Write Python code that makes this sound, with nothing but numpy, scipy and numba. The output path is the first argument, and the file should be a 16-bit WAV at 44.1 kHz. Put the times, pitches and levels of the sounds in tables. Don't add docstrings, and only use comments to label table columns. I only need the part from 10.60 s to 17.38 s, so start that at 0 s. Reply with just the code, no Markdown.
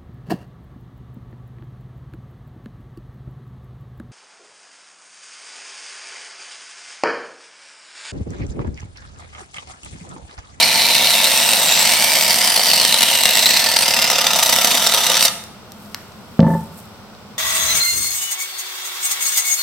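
import sys
import numpy as np
from scipy import signal
from scipy.fft import rfft, irfft, next_fast_len
from scipy.io import wavfile
from scipy.ndimage import uniform_filter1d
from numba import njit

SR = 44100
rng = np.random.default_rng(int(sys.argv[2]) if len(sys.argv) > 2 else 0)


def pcm_store(signal):
    levels = np.round(np.clip(np.atleast_2d(signal), -1, 1) * 32767)
    wavfile.write(sys.argv[1], SR, levels.astype(np.int16).T)


N = 298998
TIME = np.arange(N) / SR
SIZE = next_fast_len(N + SR)
FREQS = np.maximum(np.arange(SIZE // 2 + 1) * SR / SIZE, 1)


# time_s, level_db
BODY_LEVEL = [(0.0, -20.5), (0.06, -26.5), (0.82, -25.5), (3.06, -27), (3.75, -23.5), (4.66, -25.5)]
# time_s, level_db
HISS_LEVEL = [(0.0, -13), (0.04, -12), (0.05, -17), (0.36, -15.5), (1.07, -18), (1.15, -15), (1.38, -17.5),
              (2.03, -17.5), (2.11, -15), (2.59, -17), (2.93, -14), (3.04, -17.5), (4.48, -17.5),
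              (4.68, -14.5)]
# time_s, level_db
FIZZ_LEVEL = [(0.0, -21), (0.08, -24), (0.65, -20.5), (2.93, -21), (3.08, -24), (3.25, -21), (3.26, -23),
              (3.69, -26), (3.84, -20), (4.59, -23.5), (4.65, -15), (4.68, -23)]
# pitch_hz, side_against_mid_db
CLOSE_WIDTH = [(200, -42), (600, -21), (1200, -12), (2500, -12.5), (4500, -10), (8000, -3), (14000, -3.5)]
BODY_DB, HISS_DB, FIZZ_DB = -1, 0.22, 0.88
VALVE_SHUT_S, VALVE_CLOSING_S = 4.703, 0.04


def spray(turbulence_db=-1, fizz_flicker_db=1.5):
    gas = from_db(turbulence_db) * rng.standard_normal((2, N))
    burst = sputter() * (pops(per_s=9000, spread_db=3.0) + gas)
    voiced = reflected(nozzle(burst))

    body_gain = from_db(in_time(BODY_LEVEL)[0] + BODY_DB)
    body = body_gain * evened(band(voiced, 144, 1520))

    hiss_gain = from_db(in_time(HISS_LEVEL)[0] + HISS_DB)
    hiss = hiss_gain * evened(band(voiced, 1810, 6974, order=5))

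    fizz_gain = from_db(in_time(FIZZ_LEVEL)[0] + FIZZ_DB)
    flicker = from_db(fizz_flicker_db * drift(250))
    fizz = fizz_gain * evened(band(voiced, 6450, 19700, order=5) * flicker)

    valve = np.clip((VALVE_SHUT_S - TIME) / VALVE_CLOSING_S, 0, 1)
    return ports(stereo((body + hiss + fizz) * valve, CLOSE_WIDTH))


# time_s, spurts_per_s, timing_unevenness (no unit), steady_flow_db
SPUTTER = [(0, 61, 0.55, 7.5), (.8, 85.6, .45, 5.5), (1.5, 67.3, 0.43, 2.5), (2.2, 67, 0.39, -0.5),
           (2.8, 39.4, 0.31, 0.5), (3.3, 37, 0.191, -1), (4.1, 34.3, 0.22, -0.5), (4.7, 42.8, 0.19, 0)]
# start_s, level_db
SPITS = [(0.026, 2), (0.1421, -4), (0.35, 2), (0.47, 0), (0.6497, 0), (0.9323, 1), (1.32, -3), (1.5642, 2),
         (1.8117, 0.5), (1.875, -3), (1.9607, 2), (2.4272, 0.5), (2.6539, 1.5), (2.6889, 1), (2.7821, -3.5),
         (2.9065, -5), (3.1612, 1.5), (3.2211, 1), (3.4245, -2), (3.512, -3), (3.6666, -0.5), (3.8297, 0.5),
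         (3.924, -0.5), (4.0454, 1), (4.2694, 0), (4.337, 0.5), (4.5529, -2.5), (4.6794, -3.5)]
SPIT_RISE_S, SPIT_FALL_S = .0009, .0036
SMALL_SPITS_PER_S, SMALL_SPIT_DB, SMALL_SPIT_SPREAD_DB = 30, 5.5, 2.5


def sputter(spurt_spread_db=-1.0, spurt_share=0.22, spit_db=9.5, flutter_db=2.5, tremor_db=0.95):
    per_s, uneven, steady_db = in_time(SPUTTER)
    pace = per_s * np.exp(uneven * drift(70) - uneven ** 2 / 2)
    cycle = np.cumsum(pace) / SR
    spurt_number = cycle.astype(int)
    age = cycle % 1

    strengths = from_db(spurt_spread_db * rng.standard_normal(2000).clip(-2, 1.5))
    rise, fall = 1 - np.exp(-age / 0.23), np.exp(-age / spurt_share)
    spurts = rms_one(strengths[spurt_number] * rise * fall)
    flow = rms_one(np.hypot(from_db(steady_db), spurts))

    starts = np.flatnonzero(np.diff(spurt_number))
    chance = rng.random(N)[:len(starts)]
    size = rng.standard_normal(N)[:len(starts)]
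    spitting = chance < SMALL_SPITS_PER_S / per_s[starts]
    small_db = SMALL_SPIT_DB + SMALL_SPIT_SPREAD_DB * np.minimum(size[spitting], 1)
    small = impulses(TIME[starts[spitting]], small_db)
    times, level_db = np.transpose(SPITS)
    large = impulses(times, level_db + spit_db)
    spits = fade(fade(small + large, SPIT_FALL_S), SPIT_RISE_S) / (SPIT_RISE_S * SR)

    flutter = flutter_db * rms_one(band(rng.standard_normal(N), 69, 264, order=2))
    chop_db = flutter + tremor_db * drift(900)
    return np.hypot(flow, spits) * from_db(np.minimum(chop_db, 5))


def pops(per_s, spread_db):
    sizes = from_db(spread_db * np.minimum(rng.exponential(1, N), 4))
    bursting = rng.random(N) < per_s / SR
    return rms_one(bursting * sizes * rng.choice([-1, 1], (2, N)))


# time_s, pitch_hz, level_db
NOZZLE = [(0, 4100, 6.5), (.4, 3970, 8), (.75, 3850, 0), (1.1, 3900, 1.5), (1.42, 4546, -3.5),
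          (1.78, 4900, 1.5), (2.13, 4480, 8), (2.45, 3950, 1.5), (2.88, 3820, 5.5), (2.99, 4387, 3),
          (3.17, 4670, 5), (3.5, 5050, 4), (3.9, 4800, -3), (4.5, 4330, -14), (4.63, 4400, 3)]
# time_s, pitch_hz, level_db
HAND_LOW = [(0, 2350, 6), (.5, 2170, -2), (.95, 2320, -23), (1.35, 2330, 2), (1.85, 2050, -4),
            (2.2, 2048, -12), (2.7, 1990, -3.5), (3.2, 1980, -0.5), (4.7, 1930, -18)]
# time_s, pitch_hz, level_db
HAND_HIGH = [(0, 3030, -2), (.6, 2670, -1), (1.18, 2840, -4.5), (1.45, 3000, -7), (2.0, 3050, 0),
             (2.6, 2980, 4.5), (2.9, 2660, -7), (3.4, 2830, 4), (4.7, 3160, -4)]
# time_s, pitch_hz, level_db
LIP = [(0, 8960, 5), (.45, 9300, 1.5), (.97, 8600, 4), (1.12, 7440, 0), (1.35, 9100, 5), (1.6, 8400, -3),
       (1.93, 9300, 9), (2.1, 8800, 0), (2.4, 8940, 7), (2.7, 8270, 0), (3.05, 8800, -3), (3.22, 8500, 9),
       (3.4, 9300, -6), (4.7, 8894, 3)]
# pitch_hz, level_db (once closed)
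HOLLOW = [(1230, 5), (3720, 3), (5950, -1), (7700, -6.5)]
# pitch_hz, width_hz, level_db
BOWL = [(560, 110, -5), (720, 130, -1), (904, 130, 1), (1012, 40, -8)]
# pitch_hz, level_db
JET = [(100, -13.5), (160, -0.5), (250, -1.5), (400, -11.5), (520, -1), (900, -2), (1100, -5.5), (1450, 0),
       (2000, -1), (3700, 0.5), (6000, 0), (9000, -1.5), (13000, 2), (15800, -8.5)]
HOLLOW_FROM_S, HOLLOW_CLOSING_S, HOLLOW_OPEN_DB = 2.88, 0.71, -18.5


def nozzle(burst, leak_db=-4):
    out = from_db(leak_db) * burst
    for track in (NOZZLE, HAND_LOW, HAND_HIGH, LIP):
        out = out + cavity(burst, *in_time(track))
    still_open = 1 - np.clip((TIME - HOLLOW_FROM_S) / HOLLOW_CLOSING_S, 0, 1)
    for hz, db in HOLLOW:
        out = out + cavity(burst, hz, db + HOLLOW_OPEN_DB * still_open)
    for hz, width_hz, db in BOWL:
        out = out + from_db(db) * resonate(burst, hz, width_hz)
    return colour(out, JET)


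def cavity(burst, hz, db, wobble=0.031, sharpness=14):
    r = np.exp(-np.pi * np.mean(hz) / sharpness / SR)
    angle = 2 * np.pi * hz * (1 + wobble * drift(25)) / SR
    return from_db(db) * np.array([glide(b, angle, r) for b in burst])


# delay_s, level_db
REFLECTIONS = [(.0011, -24), (.0019, -25), (.0031, -19.5), (.0046, -17.5), (.0068, -21)]


def reflected(x, sway=0.035):
    out = x.copy()
    for delay_s, db in REFLECTIONS:
        late = TIME - delay_s * (1 + sway * drift(2))
        out += from_db(db) * np.array([np.interp(late, TIME, channel) for channel in x])
    return out


def ports(x, lag_s=9e-6, right_db=.7):
    lag = np.clip(lag_s * SR, .05, 1.5)
    a = (1 - lag) / (1 + lag)
    left = x[0] * from_db(-right_db / 2)
    right = signal.lfilter([a, 1], [1, a], x[1]) * from_db(right_db / 2)
    return np.array([left, right])


# start_s, level_db, lower_edge_hz, upper_edge_hz
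CLICKS = [(4.839, -10, 6030, 16000), (5.12, -11.5, 4500, 16000), (5.259, -24, 4000, 12000),
          (5.346, -0.5, 600, 16000), (5.521, -23, 4000, 12000), (5.802, -11, 1500, 5000),
          (5.804, 0.5, 1500, 4060), (6.01, -25, 6000, 16000), (6.177, -27, 6000, 16000),
          (6.189, -24, 6000, 16000), (6.55, -25, 2500, 5000)]
# pitch_hz, level_db
SNAP = [(300, -28), (1000, -5), (2000, -4), (4000, 0), (6000, 1.5), (9000, -10.5), (14000, -9), (16000, -8)]
# time_s, level_db
SQUISH = [(4.8, -84.5), (5.08, -64), (5.24, -51), (5.33, -53), (5.55, -60), (5.85, -57), (5.9, -46.5),
          (6.0, -47), (6.1, -56), (6.19, -44), (6.3, -62), (6.78, -76)]


def fingers(crumble_db=-17, crumble_s=0.0015):
    snaps = np.zeros((2, N))
    for s, db, low_hz, high_hz in CLICKS:
        click = impulses([s], [db + 5])
        crumble = from_db(crumble_db) * fade(click, crumble_s) * rng.standard_normal((2, N))
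        snaps += band(click + crumble, low_hz, high_hz, order=2)
    bubbles = band(pops(per_s=2200, spread_db=4.0), 6600, 14300, order=2)
    crackle = from_db(in_time(SQUISH)[0]) * rms_one(bubbles)
    return stereo(colour(snaps, SNAP) + crackle, CLOSE_WIDTH)


# start_s, push_on_table_db, shell_ring_db, rim_rattle_db
KNOCKS = [(5.7927, -0.5, -4, -13), (5.828, -9.5, -6, -5), (5.844, -13, 0.5, -8), (5.866, -9.5, -1, -2),
          (5.878, -25, 3, -6), (5.902, -14.5, -18, -4), (5.913, -28, -1, -16), (5.937, -18.5, -13, -3),
          (5.95, -23, 1.5, -24)]
# pitch_hz, level_db, time_to_fall_60_db_s
TABLE = [(89.6, -23, 0.58), (168, -7, 0.42), (200, 5.5, 0.03), (215.3, -11, 0.38), (252, -14, 0.11),
         (372, -27.5, .4), (487, -14, 0.13), (542, -12.5, 0.16), (646, -12, 0.067), (1150, -23, 0.055)]
# pitch_hz, level_db, time_to_fall_60_db_s
SHELL = [(400, -26, 0.12), (560, -23.5, 0.14), (687, -34, 0.21), (884.5, -19, 0.14), (950, -42, 0.074),
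         (1040, -39, 0.16)]
# pitch_hz, level_db, time_to_fall_60_db_s
RIM = [(1314, -38, 0.14), (1750, -29, 0.068), (1784, -28, 0.057), (1998, -31, 0.13), (2120, -42, .05)]


def can_set_down(table_low_hz=95, table_top_hz=900):
    times, table_db, shell_db, rim_db = np.transpose(KNOCKS)
    table = band(ring(impulses(times, table_db), TABLE), table_low_hz, table_top_hz, order=2)
    shell = band(ring(impulses(times, shell_db), SHELL), 320, 1110)
    rim = band(ring(impulses(times, rim_db), RIM), 1100, 1780)
    return (table + shell + rim) * np.ones((2, 1))


# pitch_hz, side_against_mid_db
ROOM_WIDTH = [(150, -16), (600, -14), (1500, -8.5), (4000, 2)]
ROOM_T60_S = 0.55


def room(x):
    t = TIME[:int(ROOM_T60_S * SR)]
    decay = np.exp(-np.log(1000) * t / ROOM_T60_S)
    tail = rng.standard_normal((2, SR))[:, :len(t)] * decay * (t > .004)
    tail /= np.sqrt(np.sum(tail ** 2))
    wet = signal.fftconvolve(x.mean(axis=0)[None], tail, axes=1)[:, :N]
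    spectrum = [(300, 4.0), (1500, 7.5), (5000, -5.5), (9000, -0.5), (15000, -5)]   # pitch_hz, level_db
    return stereo(colour(wet, spectrum), ROOM_WIDTH)


# pitch_hz, level_db
ROOM_TONE = [(20, -20), (55, -15.5), (95, -3), (125, -4.5), (165, -6.5), (205, 2.5), (280, -12.5),
             (500, -10.5), (1000, -13.5), (1480, -14.5), (1700, -22.5), (5500, -26.5), (9000, -34.5),
             (15500, -38.5)]
# pitch_hz, side_against_mid_db
ROOM_TONE_WIDTH = [(30, -6), (90, -6.5), (200, -13), (500, -7.5), (1200, -6), (3000, 1)]
ROOM_TONE_DB = -41


def room_tone():
    noise = rms_one(colour(rng.standard_normal((2, N)), ROOM_TONE))
    return from_db(ROOM_TONE_DB) * stereo(noise, ROOM_TONE_WIDTH)


def from_db(db):
    return 10 ** (np.asarray(db) / 20)


def rms_one(x):
    return x / np.sqrt(np.mean(x ** 2) + 1e-20)


def in_time(rows):
    s, *columns = np.transpose(rows)
    return [np.interp(TIME, s, c) for c in columns]


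def evened(x, span_s=0.18):
    power = uniform_filter1d(x[0] ** 2, int(span_s * SR))
    return x / np.sqrt(np.maximum(power, 1e-12))


def drift(per_s):
    knots = rng.standard_normal(N // 40)
    return rms_one(np.interp(TIME * per_s, np.arange(len(knots)), knots))


def colour(x, spectrum):
    hz, db = np.transpose(spectrum)
    gain = from_db(np.interp(np.log(FREQS), np.log(hz), db))
    cepstrum = irfft(np.log(gain), SIZE)
    cepstrum[1:SIZE // 2] *= 2
    cepstrum[SIZE // 2 + 1:] = 0
    return irfft(rfft(x, SIZE) * np.exp(rfft(cepstrum)), SIZE)[..., :N]


def band(x, low_hz, high_hz, order=3):
    edges = [low_hz, min(high_hz, SR / 2 - 500)]
    return signal.sosfilt(signal.butter(order, edges, "band", fs=SR, output="sos"), x + 1e-18)


def impulses(times, db):
    out = np.zeros(N)
    out[np.round(np.asarray(times) * SR).astype(int).clip(0, N - 1)] = from_db(db)
    return out


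def fade(clicks, decay_s):
    return signal.lfilter([1], [1, -np.exp(-1 / (decay_s * SR))], clicks + 1e-18)


def ring(clicks, modes):
    out = np.zeros(N)
    for hz, db, t60 in modes:
        r = np.exp(-np.log(1000) / (t60 * SR))
        w = 2 * np.pi * hz / SR
        out += signal.lfilter([0, from_db(db) * np.sin(w)], [1, -2 * r * np.cos(w), r * r], clicks + 1e-18)
    return out


@njit
def glide(x, angle, r):
    y = np.zeros_like(x)
    for i in range(2, len(x)):
        push = (1 - r * r) / 2 * (x[i] - x[i - 2])
        y[i] = push + 2 * r * np.cos(angle[i]) * y[i - 1] - r * r * y[i - 2]
    return y


def resonate(x, hz, width_hz):
    return signal.lfilter(*signal.iirpeak(hz, hz / width_hz, fs=SR), x)


def stereo(pair, width):
    return pair[0] + colour(pair[1], width) * np.array([[1], [-1]])


ROOM_DB, THUD_ROOM_DB = -7.5, -11


def scene():
    close, thud = spray() + fingers(), can_set_down()
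    air = room_tone()
    return close + thud + room(from_db(ROOM_DB) * close + from_db(THUD_ROOM_DB) * thud) + air


# pitch_hz, width_hz, level_db
MIC_NOTCHES = [(1588, 114, -3.5), (6590, 670, -17), (10510, 1570, -11)]
CUTOFF_HZ = 15900


def record(dry):
    for hz, width_hz, db in MIC_NOTCHES:
        dry = dry - (1 - from_db(db)) * resonate(dry, hz, width_hz)
    low_pass = signal.ellip(10, .1, 70, CUTOFF_HZ, fs=SR, output="sos")
    return signal.sosfilt(low_pass, np.clip(dry, -1, 1))


dry = scene()
out = record(dry)
pcm_store(out)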